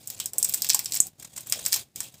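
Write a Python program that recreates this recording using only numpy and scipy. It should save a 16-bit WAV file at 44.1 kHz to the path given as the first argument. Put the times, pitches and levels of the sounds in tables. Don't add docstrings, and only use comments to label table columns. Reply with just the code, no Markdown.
import sys
import numpy as np
from scipy import signal
from scipy.fft import rfft, irfft
from scipy.io import wavfile
from scipy.ndimage import uniform_filter1d

SR = 44100
rng = np.random.default_rng(int(sys.argv[2]) if len(sys.argv) > 2 else 0)


def log_audio(samples):
    frames = np.atleast_2d(samples).T
    limited = np.clip(frames, -1, 1)
    pcm = np.round(limited * 32767).astype(np.int16)
    wavfile.write(sys.argv[1], SR, pcm)


N = 97020
TIME = np.arange(N) / SR
BAND_EDGES_HZ = np.r_[np.geomspace(180, 4000, 13)[:-1], np.geomspace(4000, 16500, 15)]
BAND_CENTRES_HZ = np.sqrt(BAND_EDGES_HZ[:-1] * BAND_EDGES_HZ[1:])


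def from_db(db):
    return 10 ** (np.asarray(db) / 20)


def unit_energy(x):
    return x / np.sqrt(np.sum(x ** 2) + 1e-20)


def gain_at(tone, hz):
    pitches, db = np.transpose(tone)
    return from_db(np.interp(np.log(hz), np.log(pitches), db))


def band(x, low_hz, high_hz):
    return signal.sosfilt(signal.butter(2, [low_hz, high_hz], "band", fs=SR, output="sos"), x + 1e-18)


def add(out, start_s, sound):
    i = int(start_s * SR)
    out[i:i + len(sound)] += sound[:N - i]


def quickest_filter(gain):
    cepstrum = irfft(np.log(gain))
    half = len(cepstrum) // 2
    cepstrum[1:half] *= 2
    cepstrum[half + 1:] = 0
    return np.exp(rfft(cepstrum))


def swell(t, rise_s):
    age = np.maximum(t, 0) / rise_s
    return age * np.exp(1 - age)


# time_s, level_db
HANDLING = [(0, -11.5), (.06, -10.5), (.135, -5.5), (.22, -4), (.315, -18), (.335, -13.5), (.44, -0.5),
            (.73, -2.5), (.83, -7.5), (.9, -1.5), (.96, 1.5), (1.0, -10.5), (1.07, -9), (1.125, -29.5),
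            (1.18, -17), (1.2, -7.5), (1.3, -12.5), (1.37, -9.5), (1.45, -9.5), (1.56, 4), (1.68, -3.5),
            (1.75, 10), (1.8, 0.5), (1.86, -22.5), (1.94, -25.5), (1.965, -5.5), (2.04, -1), (2.11, -14.5),
            (2.2, -12.5)]
# pitch_hz, level_db
CRACKLE_TONE = [(300, -10), (800, -5.5), (1400, -16), (3200, -1), (5400, -1.5), (7700, 7.5), (11000, -3.5),
                (15000, 0)]

def crackle(ticks_per_s=800, level_db=-45, band_share=0.3):
    effort = from_db(np.interp(TIME, *np.transpose(HANDLING)))
    starts = rng.random(N) < ticks_per_s / SR
    size_db = 2.5 * np.minimum(rng.exponential(1, N), 4)
    ticks = starts * from_db(size_db) * effort
    gains = unit_energy(gain_at(CRACKLE_TONE, BAND_CENTRES_HZ) * np.sqrt(np.diff(BAND_EDGES_HZ)))
    out = np.zeros(N)
    for gain, low, high in zip(gains, BAND_EDGES_HZ, BAND_EDGES_HZ[1:]):
        rings_here = rng.random(N) < band_share
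        out += gain * unit_energy(band(ticks * rings_here * rng.choice([-1, 1], N), low, high))
    return from_db(level_db) * np.sqrt(N) * out


# pitch_hz, level_db
RUMBLE_TONE = [(25, -19.5), (60, -8), (120, 1.5), (250, -7), (450, -12.5), (780, -14), (1150, -23),
               (4000, -21), (15000, -27)]

def rumble(level_db=-53, handling_share=0.12):
    hz = np.maximum(np.fft.rfftfreq(N, 1 / SR), 1)
    noise = irfft(rfft(rng.standard_normal(N)) * gain_at(RUMBLE_TONE, hz), N)
    handling_db = handling_share * np.interp(TIME, *np.transpose(HANDLING))
    return from_db(level_db + handling_db) * np.sqrt(N) * unit_energy(noise)


# pitch_hz, level_db
ECHO_TONE = [(900, -0.5), (3400, 5.5), (7700, -3.5), (15000, -1.5)]

def echoes(sound, fade_s, delay_s):
    t = TIME[:SR // 2]
    tail = rng.standard_normal(len(t)) * from_db(-60 * t / fade_s)
    response = np.zeros(len(t))
    for hz, low, high in zip(BAND_CENTRES_HZ, BAND_EDGES_HZ, BAND_EDGES_HZ[1:]):
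        part = unit_energy(band(tail * rng.choice([-1, 1], len(t)), low, high))
        response += gain_at(ECHO_TONE, hz) * np.sqrt(2 * (high - low) / SR) * part
    out = np.zeros(N)
    add(out, delay_s, signal.fftconvolve(sound, response)[:N])
    return out


# pitch_hz, level_db
WRAPPER_TONE = [(800, -21.5), (1300, -21), (2200, -16.5), (3300, -15), (4500, -8), (5400, -0.5), (6400, -5),
                (7700, 5.5), (9200, -3.5), (11000, -9), (13700, -1.5), (15500, -6.5)]
CREASE_PITCHES = [1400, 4400, 8000, 13000]

def creases(rows, rise_s, boost_db=3, plate_delay_s=0.0014, linger_s=0.0096):
    out, t = np.zeros(N), TIME[:2048]
    hz = np.maximum(np.fft.rfftfreq(len(t), 1 / SR), 1)
    small_sheet = 1 / np.sqrt(1 + (835 / hz) ** 4)
    wrapper = unit_energy(gain_at(WRAPPER_TONE, hz) * small_sheet) * np.sqrt(len(hz) * SR / 1000)
    scatter = from_db(-11.5 - 60 * t / 0.053) * (t > 0.0005)
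    low_share = np.clip(1 / (1 + (hz / 3140) ** 8), 1e-6, 1 - 1e-6)
    for start_s, level_db, body_db, middle_db, top_db in rows:
        tone_db = np.array([body_db, middle_db, 0, top_db]) + 1.14 * rng.standard_normal(4)
        curve_db = np.interp(np.log(hz), np.log(CREASE_PITCHES), tone_db)
        tone = wrapper * from_db(boost_db + level_db + curve_db)
        own_rise_s = rise_s * from_db(-2 * rng.standard_normal())
        plate_bounce = from_db(-6) * swell(t - plate_delay_s, own_rise_s)
        crack = np.sqrt(swell(t, own_rise_s) ** 2 + plate_bounce ** 2 + scatter ** 2)
        low_linger = np.exp(-t / linger_s) + crack
        for envelope, share in (crack, 1 - low_share), (low_linger, low_share):
            slips = rfft(rng.standard_normal(len(t)) * envelope)
            even_out = np.sqrt(share / uniform_filter1d(abs(slips) ** 2, size=130))
            add(out, start_s, irfft(slips * quickest_filter(tone * even_out)))
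    return out


# start_s, level_db, extra_body_db, extra_middle_db, extra_top_db
CREASE_SNAPS = [(0.0737, -21, -9, -12, -2), (0.1011, -27, 4, 7, 8), (0.2003, -18, 5.5, 0, -2),
                (0.2417, -39, 7, -11, 2.5), (0.2585, -16.5, -8, -5, -1), (0.3341, -29.5, 7.5, -2, 7.5),
                (0.3827, -10, -10, -15.5, 0), (0.428, -7, -14, -11, -8), (0.445, -21.5, -8, 0, 10.5),
                (0.4466, -9, -16, -19, -13), (0.4488, -18, 4.5, -4, -10), (0.4889, -26.5, -5, -5.5, 8),
                (0.4949, -22, 2, -1, 7), (0.5245, -23.5, -9, -8, -1.5), (0.5385, -18.5, 4.5, 4.5, 2.5),
                (0.5432, -13, -1, -13, 2.5), (0.5751, -26, 1, -3.5, -6.5), (0.6203, -16, -13, 9.5, 5.5),
                (0.6455, -21.5, 11.5, 8, 4.0), (0.6671, -24, -12.5, 3, -22), (0.689, -20.5, -6.5, -4, 5),
                (0.6955, -13.5, -29, 12.5, -10.5), (0.7009, -9.5, 3.5, 8.5, -1.5),
                (0.733, -19, -1, 1, -9.5), (0.7454, -10.5, -4.5, 2.5, -1), (0.7469, -13, 9.5, -11.5, -8),
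                (0.792, -19.5, 11, 7, 2), (0.8454, -31.5, -5, -1.5, 6), (0.858, -21.5, 0.5, 9, -5.5),
                (0.9212, -20.5, -1, 8.5, -0.5), (0.9355, -22.5, -1.5, 2.5, -3), (0.9428, -19, 2, 1.0, 0),
                (0.9525, -19.5, -12.5, -2.5, 4), (1.0026, -2, -9, -20, -12.5), (1.0687, -29, -3.0, -6, 1.5),
                (1.3222, -48, -5, -8, -4), (1.4074, -32.5, 1.5, -6, 3.5), (1.4703, -33, 13, -9, 7),
                (1.498, -20, -23, -19, -4.5), (1.5235, -11.5, 8, 3.5, -5.5), (1.652, -33.5, 19, 13.5, 13),
                (1.6621, -10.5, 3.5, -3, -6), (1.7241, -18.5, 4.5, 11.5, -4.5), (1.7292, -13, 7.5, 6.0, 4),
                (1.7615, -23, 15.5, 4, 6), (1.9595, -26.0, -1, -2, 0.5), (2.0043, -18, 7.5, -0.5, -4.5),
                (2.1418, -43.5, 11.5, 6, 2)]

def snaps():
    return creases(CREASE_SNAPS, rise_s=0.00023)


# start_s, level_db, pitch_hz, fade_s, width_ratio
BAR_BUMPS = [(.201, -33, 3650, 0.094, 1.3), (.334, -53, 620, 0.6, 1.45), (.383, -21.5, 9600, .04, 1.08),
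             (.7456, -30, 873, 0.032, 1.145), (.747, -42, 826, 0.12, 1.06), (1.0015, -32, 178, 0.014, 1.8),
             (1.0027, -4.5, 7710, 0.012, 1.112), (1.056, -51, 763, 0.096, 1.05),
             (1.556, -47.5, 533, 0.3, 1.23)]

def bumps():
    out, t = np.zeros(N), TIME[:SR // 2]
    for start_s, level_db, pitch_hz, fade_s, width_ratio in BAR_BUMPS:
        fade = from_db(-60 * t / fade_s)
        knock = band(rng.standard_normal(len(t)) * fade, pitch_hz / width_ratio, pitch_hz * width_ratio)
        add(out, start_s, from_db(level_db) * unit_energy(knock) * np.linalg.norm(fade))
    return out


# start_s, level_db, extra_body_db, extra_middle_db, extra_top_db
SOFT_FOLDS = [(0.9595, -21, 6, 10.5, -5), (0.9685, -17.5, -2.5, -2, -5.5), (1.1966, -37, 4, -9, 0),
              (1.2245, -33.5, 16.5, -2, 1), (1.2462, -29.5, 10.5, -1, -7), (1.3615, -28, 7, -0.5, -3),
              (1.3755, -23.5, 13.5, -2.5, -2.5), (1.591, -28, 15, 1.5, -7), (1.6795, -32, 0, -6, 14),
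              (1.7385, -13.5, 4.5, 8.5, 0.5)]

def crumples():
    return creases(SOFT_FOLDS, rise_s=0.0025)


def scene():
    ticks = crackle()
    wrapper = ticks + snaps() + bumps() + crumples()
    wrapper += from_db(-3.5) * echoes(ticks, fade_s=0.04, delay_s=0.0005)
    room = from_db(-13) * echoes(wrapper, fade_s=0.17, delay_s=0.011)
    return (wrapper + room + rumble())[None]


def record(dry):
    threshold_db, slope, depth_db, window_s, cutoff_hz = -55.5, 1.29, 22.5, 0.0089, 15450
    power = uniform_filter1d(dry ** 2, int(window_s * SR))
    level_db = 10 * np.log10(np.maximum(power, 1e-12))
    gain_db = np.clip(slope * (level_db - threshold_db) - depth_db / 2, -depth_db, 0)
    clipped = np.clip(dry * from_db(gain_db), -1, 1)
    return signal.sosfilt(signal.ellip(10, .2, 80, cutoff_hz, fs=SR, output="sos"), clipped)


dry = scene()
out = record(dry)
log_audio(out)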